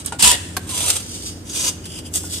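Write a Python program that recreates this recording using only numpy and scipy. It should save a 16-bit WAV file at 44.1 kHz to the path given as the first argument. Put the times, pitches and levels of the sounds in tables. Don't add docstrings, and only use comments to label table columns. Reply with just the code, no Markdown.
import sys
import numpy as np
from scipy import signal
from scipy.fft import rfft, irfft
from scipy.io import wavfile
from scipy.ndimage import map_coordinates

SR = 44100
rng = np.random.default_rng(int(sys.argv[2]) if len(sys.argv) > 2 else 0)


def unload_audio(sound):
    columns = np.transpose(np.atleast_2d(sound))
    steps = np.round(np.clip(columns, -1, 1) * 32767)
    wavfile.write(sys.argv[1], SR, steps.astype(np.int16))


N = 105840

# time in seconds, relative level in dB.
FIRST_SCUFF = [(0, -30.5), (.03, -45), (.043, -52), (.047, -32), (.059, -34), (.0606, -24), (.066, -26.5),
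               (.085, -33), (.11, -44)]
BREAK_FREE = [(.186, -41), (.195, -18), (.205, -16), (.222, -18), (.2255, -11.5), (.252, -7.5), (.3, -12.5),
              (.332, -15.5), (.348, -29), (.4, -41), (.55, -51.5)]
RIM_GRIND = [(.295, -50), (.316, -22), (.335, -20.5), (.352, -27), (.38, -45)]
LONG_PULL = [(.6, -50), (.688, -36), (.693, -27.5), (.727, -27), (.752, -22.5), (.87, -19.5), (.9, -16.5),
             (.922, -23), (.965, -22), (1.03, -39.5)]
EASING = [(1.02, -37), (1.09, -36.5), (1.16, -32), (1.205, -37), (1.245, -33.5), (1.265, -27.5),
          (1.315, -37), (1.34, -46), (1.44, -52)]
FIRM_PULL = [(1.44, -47), (1.492, -31.5), (1.52, -31), (1.56, -22.5), (1.64, -20.5), (1.667, -18.5),
             (1.686, -15), (1.708, -34), (1.77, -50)]
CREEP = [(1.8, -56), (1.851, -42), (1.856, -37), (1.885, -40), (1.92, -36.5), (1.995, -35), (2.02, -53),
         (2.045, -46), (2.06, -34.5), (2.09, -45.5)]
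TILT = [(2.105, -54), (2.135, -32), (2.14, -24.5), (2.155, -18), (2.159, -12.5), (2.168, -17), (2.183, -26),
        (2.22, -35.5), (2.26, -30), (2.285, -40)]
LAST_SLIDE = [(2.285, -43), (2.305, -31), (2.345, -24.5), (2.365, -32), (2.385, -29), (2.4, -51)]
# frequency in Hz, likeness (1 is identical).
ROOM_LIKENESS = [(60, 0.96), (200, 0.92), (500, 0.79), (1200, 0), (2500, 0.0022), (8000, 0)]


def scrape():
    # a pull's loudness, its tone as (Hz, dB) points, left minus right in dB.
    pulls = [ (FIRST_SCUFF, [(500, -9), (800, -8.5), (1500, -8.5), (2100, -15.5), (3100, -8.5),
             (4800, -7.5), (6000, -8), (7500, -7.5), (8800, -1), (10300, -12), (15000, -28)], -2.5),
             (BREAK_FREE, [(250, -12), (500, -18), (800, -13.5), (1100, -11.5), (1400, -11.5), (1800, -8.5),
             (2300, -10), (2800, -2), (3500, -3.5), (4100, -3), (4800, -2.5), (6000, -5), (7400, -2.5),
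             (8500, -1.5), (9500, 0), (11000, -7.5), (12500, -12), (15000, -18.5)], 0),
             (RIM_GRIND, [(450, -16.5), (720, -11), (1200, -25), (1650, -17.5), (1930, -4.5), (2300, -22.5),
             (3400, -9), (4000, -11.5), (15000, -50)], -1), (LONG_PULL, [(400, -13.5), (900, -14.5),
             (1250, -12.5), (1700, -17.5), (2400, -13.5), (2900, -6.5), (4300, -7), (4800, -8), (6000, -7),
             (8250, -1.5), (9700, -4.5), (10700, -8.5), (11200, -8.5), (12000, -12.5), (15000, -19)], -0.7),
             (EASING, [(500, -22), (1200, -13.5), (2200, -10.5), (3400, -3), (4200, -2), (4800, -1),
             (5500, -1.5), (9000, 1.5), (10300, -6), (15000, -16)], -0.6), (FIRM_PULL, [(400, -10.5),
             (800, -16.5), (1250, -16), (1450, -13), (2300, -15), (2850, -5.5), (3500, -7.5), (4300, -6),
             (4800, -3), (5300, -3.5), (6200, 0.5), (7200, -1.5), (8200, -0.5), (9800, -4.5),
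             (12000, -11.5), (15000, -23)], 0), (CREEP, [(500, -21), (2200, -13.5), (3100, -1.5),
             (3600, -6), (4200, -16), (4900, -1), (5600, -7.5), (9000, 0), (10300, -9), (15000, -19)],
             -0.4), (TILT, [(500, -15), (2300, -15.5), (2900, -8), (3600, -10), (4100, -8), (5600, -6.5),
             (8200, 2.5), (10500, -6.5), (15000, -14)], 0.3), (LAST_SLIDE, [(500, -20), (2200, -13.5),
             (2900, -3), (4200, -1.5), (4800, -0.5), (5600, -4), (7600, -0.5), (9500, -3.5), (10500, -6),
             (15000, -12.5)], -1.5)]
    # frequency in Hz, width in Hz, relative level in dB.
    shell_tones = [(2575, 12, -24), (2874, 8.3, 12.5), (2858, 20, -6.5), (3300, 58, -2.5), (3465, 78, 1),
                   (4660, 10.5, 0.5), (4650, 6.7, -9), (4830, 92, 2), (5490, 10, 12.5), (6170, 74, -3),
                   (6600, 51, 0), (7930, 17, -14), (8050, 51, 4), (8400, 81, 1.5), (8940, 34, 2),
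                   (9450, 11, 5.5)]
    # frequency in Hz, width in Hz, gain in dB.
    pipe_bands = [(1750, 67, 1.5), (2375, 510, 1), (3000, 21, 1), (4230, 130, -4.5), (5210, 74, -3.5)]
    # frequency in Hz, likeness of left and right.
    likeness = [(400, 0.97), (950, 0.67), (1600, -0.36), (2100, 0.49), (2900, 0.39), (3700, 0.23),
                (5000, .15), (8000, 0.15), (15000, -0.19)]
    # frequency in Hz, left minus right in dB.
    balance = [(600, 1), (1100, 2.5), (1900, -1), (3500, 0.5), (6300, 1.7), (8200, -2.5), (10000, -1),
               (12000, .3)]
    rasp, f = np.zeros((2, N)), frequencies()
    for loudness, tone, pan_db in pulls:
        pull_db = np.interp(seconds(), *np.transpose(loudness), left=-np.inf, right=-np.inf)
        chatter_db = 1.75 * wobble(per_second=170)
        rasp += pan(pan_db) * filtered(wire_slips(amp(pull_db + chatter_db)), colour(tone))
    ringing = sum(amp(db) * 1j * f * width / (hz * hz - f * f + 1j * f * width)
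                  for hz, width, db in shell_tones)
    shell = 1 + amp(-2) * ringing
    pipe = amp(sum(db * np.exp(-((f - hz) / width) ** 2) for hz, width, db in pipe_bands))
    side_db = along(balance, f) / 2
    return filtered(stereo(rasp, likeness), shell * pipe * amp([side_db, -side_db]))


def wire_slips(level, contacts=2, slips_per_second=7000, spread_db=5):
    # fade time in seconds, share of the energy in dB.
    mesh_fades = [(.006, -3.5), (.07, -3), (.25, -18)]
    t = seconds()[:SR // 2]
    fade = np.sqrt(sum((amp(db) * unit(decay(t, fade_s))) ** 2 for fade_s, db in mesh_fades))
    fade /= np.linalg.norm(fade)
    out = np.zeros((2, N))
    for _ in range(contacts):
        slips = (rng.random(N) < slips_per_second / contacts / SR) * np.sign(rng.standard_normal(N))
        slips = unit(slips * amp(spread_db * np.minimum(rng.standard_normal(N), 2)))
        ring = fade * rng.standard_normal((2, len(t)))
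        out += signal.fftconvolve((slips * level)[None], ring, axes=1)[:, :N]
    return out / np.sqrt(contacts)


def snags():
    # start in seconds, level in dB, fade time in seconds, left minus right in dB,
    # tone slope below 8800 Hz in dB per octave.
    catches = [(0.0604, -15.5, 0.029, -7.5, 16), (0.2243, -4.5, 0.046, -1, 0),
               (.2475, -3.5, 0.011, -3.5, -4.5), (0.3148, -4, 0.018, 3, -2), (0.692, -28.5, .04, -4, -2),
               (0.863, -15, 0.0095, -5, 7), (.902, -6.5, 0.05, 1, -1.5), (1.533, -27, 0.022, -6, 1),
               (1.575, -18, 0.018, 2, 0.5), (1.647, -20, 0.021, 6, -3.5), (1.855, -29, 0.065, 0, -3.5),
               (1.989, -27, .03, -2, -3.5), (2.139, -19, 0.017, 6, 0.5), (2.1572, -23, 0.017, -7, 15),
               (2.178, -23, .008, 2, 5)]
    # frequency in Hz, relative level in dB.
    tick_tone = [(400, -24), (2000, -15), (3200, -6), (6000, -6), (8700, 2), (10500, -8), (15000, -15.5)]
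    out, t = np.zeros((2, N)), seconds()[:SR // 3]
    for start, db, fade_s, pan_db, slope in catches:
        fade = decay(t, fade_s) + amp(-28) * decay(t, fade_s=0.12)
        tone = [(hz, level + slope * min(np.log2(hz / 8800), 0)) for hz, level in tick_tone]
        tick = filtered(fade * rng.standard_normal((2, len(t))), colour(tone))
        add(out, start, amp(db) * pan(pan_db) * tick)
    return out


def bumps():
    # start in seconds, level in dB.
    hits = [(.1225, -22.5), (.1295, -31.5), (2.239, -38.5)]
    # pitch in Hz, relative level in dB, fade time in seconds.
    tones = [(807, -6, 0.11), (932, -0.5, 0.044), (1010, -26, 0.017), (1430, -5, 0.17), (1473, -11.5, 0.13),
             (2900, -17, 0.13), (3671, -21, 0.25)]
    # frequency in Hz, relative level in dB.
    crack_tone = [(400, 3), (1000, 0), (2000, -6.5), (3200, -6), (6000, -10), (9000, 0.5), (11000, -24),
                  (15000, -38)]
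    return strike(hits, tones, crack_tone, crack_db=-5, crack_s=0.12, tail_db=-13.5, tail_s=0.17)


def knock():
    # start in seconds, level in dB.
    hits = [(.567, -23.5), (.5703, -24.5), (.5793, -34), (.593, -44)]
    # pitch in Hz, relative level in dB, fade time in seconds.
    tones = [(442, -16, 0.012), (740, -1, 0.044), (1085, 2, 0.031), (1585, 6, 0.019), (2020, -5, 0.022),
             (2490, -7, 0.043), (3430, -4, 0.016), (4200, -5.5, 0.04), (4564, -1, 0.021)]
    # frequency in Hz, relative level in dB.
    crack_tone = [(250, 3.5), (1500, -3), (3000, -4), (4600, -3), (5600, -5), (9500, -5), (12000, -2),
                  (15000, -34)]
    return strike(hits, tones, crack_tone, crack_db=7, crack_s=0.03, tail_db=-24, tail_s=0.14)


def strike(hits, tones, crack_tone, crack_db, crack_s, tail_db, tail_s):
    ring, crack, t = np.zeros(N), np.zeros((2, N)), seconds()[:SR // 3]
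    crack_fade = decay(t, crack_s) + amp(tail_db) * decay(t, tail_s)
    for start, hit_db in hits:
        for hz, db, fade_s in tones:
            level = amp(hit_db + db + rng.normal()) * decay(t, fade_s)
            add(ring, start, level * np.sin(2 * np.pi * (hz * t + rng.random())))
        add(crack, start, amp(hit_db + crack_db) * crack_fade * rng.standard_normal((2, len(t))))
    return ring + stereo(filtered(crack, colour(crack_tone)), ROOM_LIKENESS)


def pipe_air(edge_s=0.0073, waver=0.34):
    # time in seconds, pitch in Hz.
    pitch = [(.25, 985), (.36, 975), (.68, 1085), (.715, 1075), (.735, 1000), (.85, 960), (1.65, 990)]
    # start in seconds, end in seconds, level in dB.
    notes = [(0.244, .335, -26), (0.691, 0.859, -40), (1.63, 1.7, -40)]
    t = seconds()
    phase = 2 * np.pi * np.cumsum(np.interp(t, *np.transpose(pitch))) / SR
    level = sum(amp(db) * np.clip((t - start) / edge_s, 0, 1) * np.exp(-np.maximum(t - end, 0) / edge_s)
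                for start, end, db in notes)
    return level * (1 + waver * wobble(71.6)) * np.sin(phase + 2 * waver * wobble(60))


def shudder():
    # middle in seconds, pitch in Hz, level in dB, length in seconds.
    thuds = [(.235, 183, -25.5, 0.023), (.258, 221, -27, 0.032), (0.272, 61.6, -27, 0.088)]
    t = seconds()
    return sum(amp(db) * np.exp(-(2 * (t - mid) / length) ** 2) * np.sin(2 * np.pi * hz * (t - mid))
               for mid, hz, db, length in thuds)


def room_echo(sound):
    # frequency in Hz, fade time in seconds.
    fade_times = [(200, 0.52), (1500, 0.85), (4000, 0.84), (8000, 1.25), (14000, 0.67)]
    # frequency in Hz, echo level in dB.
    echo_levels = [(200, -16), (900, -15.5), (1700, -11), (3000, -16), (8000, -23), (11000, -24)]
    hz, t, bands = signal.stft(rng.standard_normal((2, SR)), SR, nperseg=256)
    build_up = np.exp(-(0.0062 / (t + 0.004)) ** 2)
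    bands = bands * decay(t, along(fade_times, hz)[:, None]) * build_up
    tail = signal.istft(bands, SR, nperseg=256)[1]
    echo = signal.fftconvolve(sound, tail / np.linalg.norm(tail[0]), axes=1)[:, :N]
    return filtered(echo, amp(along(echo_levels, frequencies())))


def machinery():
    # frequency in Hz, relative level in dB.
    rumble_tone = [(25, -33), (40, -13), (60, 2.5), (80, -1.5), (120, -0.5), (180, -4), (290, -0.5),
                   (400, -9), (600, -15), (1000, -22), (1600, -23), (2500, -27.5), (8000, -35.5),
                   (15000, -37)]
    # pitch in Hz, level in dB.
    hum_notes = [(86.2, -41), (99.5, -48.5), (172.4, -47), (315, -51), (374, -57), (412, -61)]
    rumble = stereo(filtered(rng.standard_normal((2, N)), colour(rumble_tone)), ROOM_LIKENESS)
    hum = np.zeros(N)
    for hz, db in hum_notes:
        level = np.sqrt(2) * amp(db + 2.4 * wobble(4.44))
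        hum += level * np.sin(2 * np.pi * (hz * seconds() + rng.random()) + 0.16 * wobble(2.97))
    return amp(-37) * rumble + hum


def amp(db):
    return 10 ** (np.asarray(db) / 20)


def unit(x):
    return x / np.sqrt(np.mean(x ** 2) + 1e-20)


def along(points, hz):
    f, values = np.transpose(points)
    return np.interp(np.log(hz + 1), np.log(f + 1), values)


def seconds():
    return np.arange(N) / SR


def wobble(per_second):
    values = rng.standard_normal(int(N * per_second / SR) + 4)
    return map_coordinates(values, [seconds() * per_second])


def decay(t, fade_s):
    return np.exp(-np.log(1000) * t / fade_s)


def pan(db):
    return amp(np.array([[db], [-db]]) / 2)


def frequencies():
    return np.fft.rfftfreq(2 * N, 1 / SR)


def filtered(sound, gains):
    return irfft(rfft(sound, 2 * N) * gains, 2 * N)[..., :N]


def colour(points):
    f = frequencies()
    gain = amp(along(points, f)) * np.minimum(f / points[0][0] + 1e-3, 1) ** 2
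    cepstrum = irfft(np.log(unit(gain)))
    cepstrum[1:N] *= 2
    cepstrum[N + 1:] = 0
    return np.exp(rfft(cepstrum))


def stereo(pair, likeness):
    angle = np.arccos(np.clip(along(likeness, frequencies()), -1, 1)) / 2
    mid, side = filtered(pair, np.array([np.cos(angle), np.sin(angle)]))
    return np.array([mid + side, mid - side])


def add(track, start_s, sound):
    start = max(round(start_s * SR), 0)
    track[..., start:start + sound.shape[-1]] += sound[..., :N - start]


def scene():
    hits = bumps() + knock()
    strainer = amp(-0.86) * scrape() + snags() + pipe_air() + hits + shudder()
    return strainer + room_echo(strainer) + machinery()


def record(dry):
    ceiling, top_hz = 0.92, 15400
    rounded = dry / (1 + np.abs(dry / ceiling) ** 6) ** (1 / 6)
    return filtered(rounded, frequencies() < top_hz)


dry = scene()
out = record(dry)
unload_audio(out)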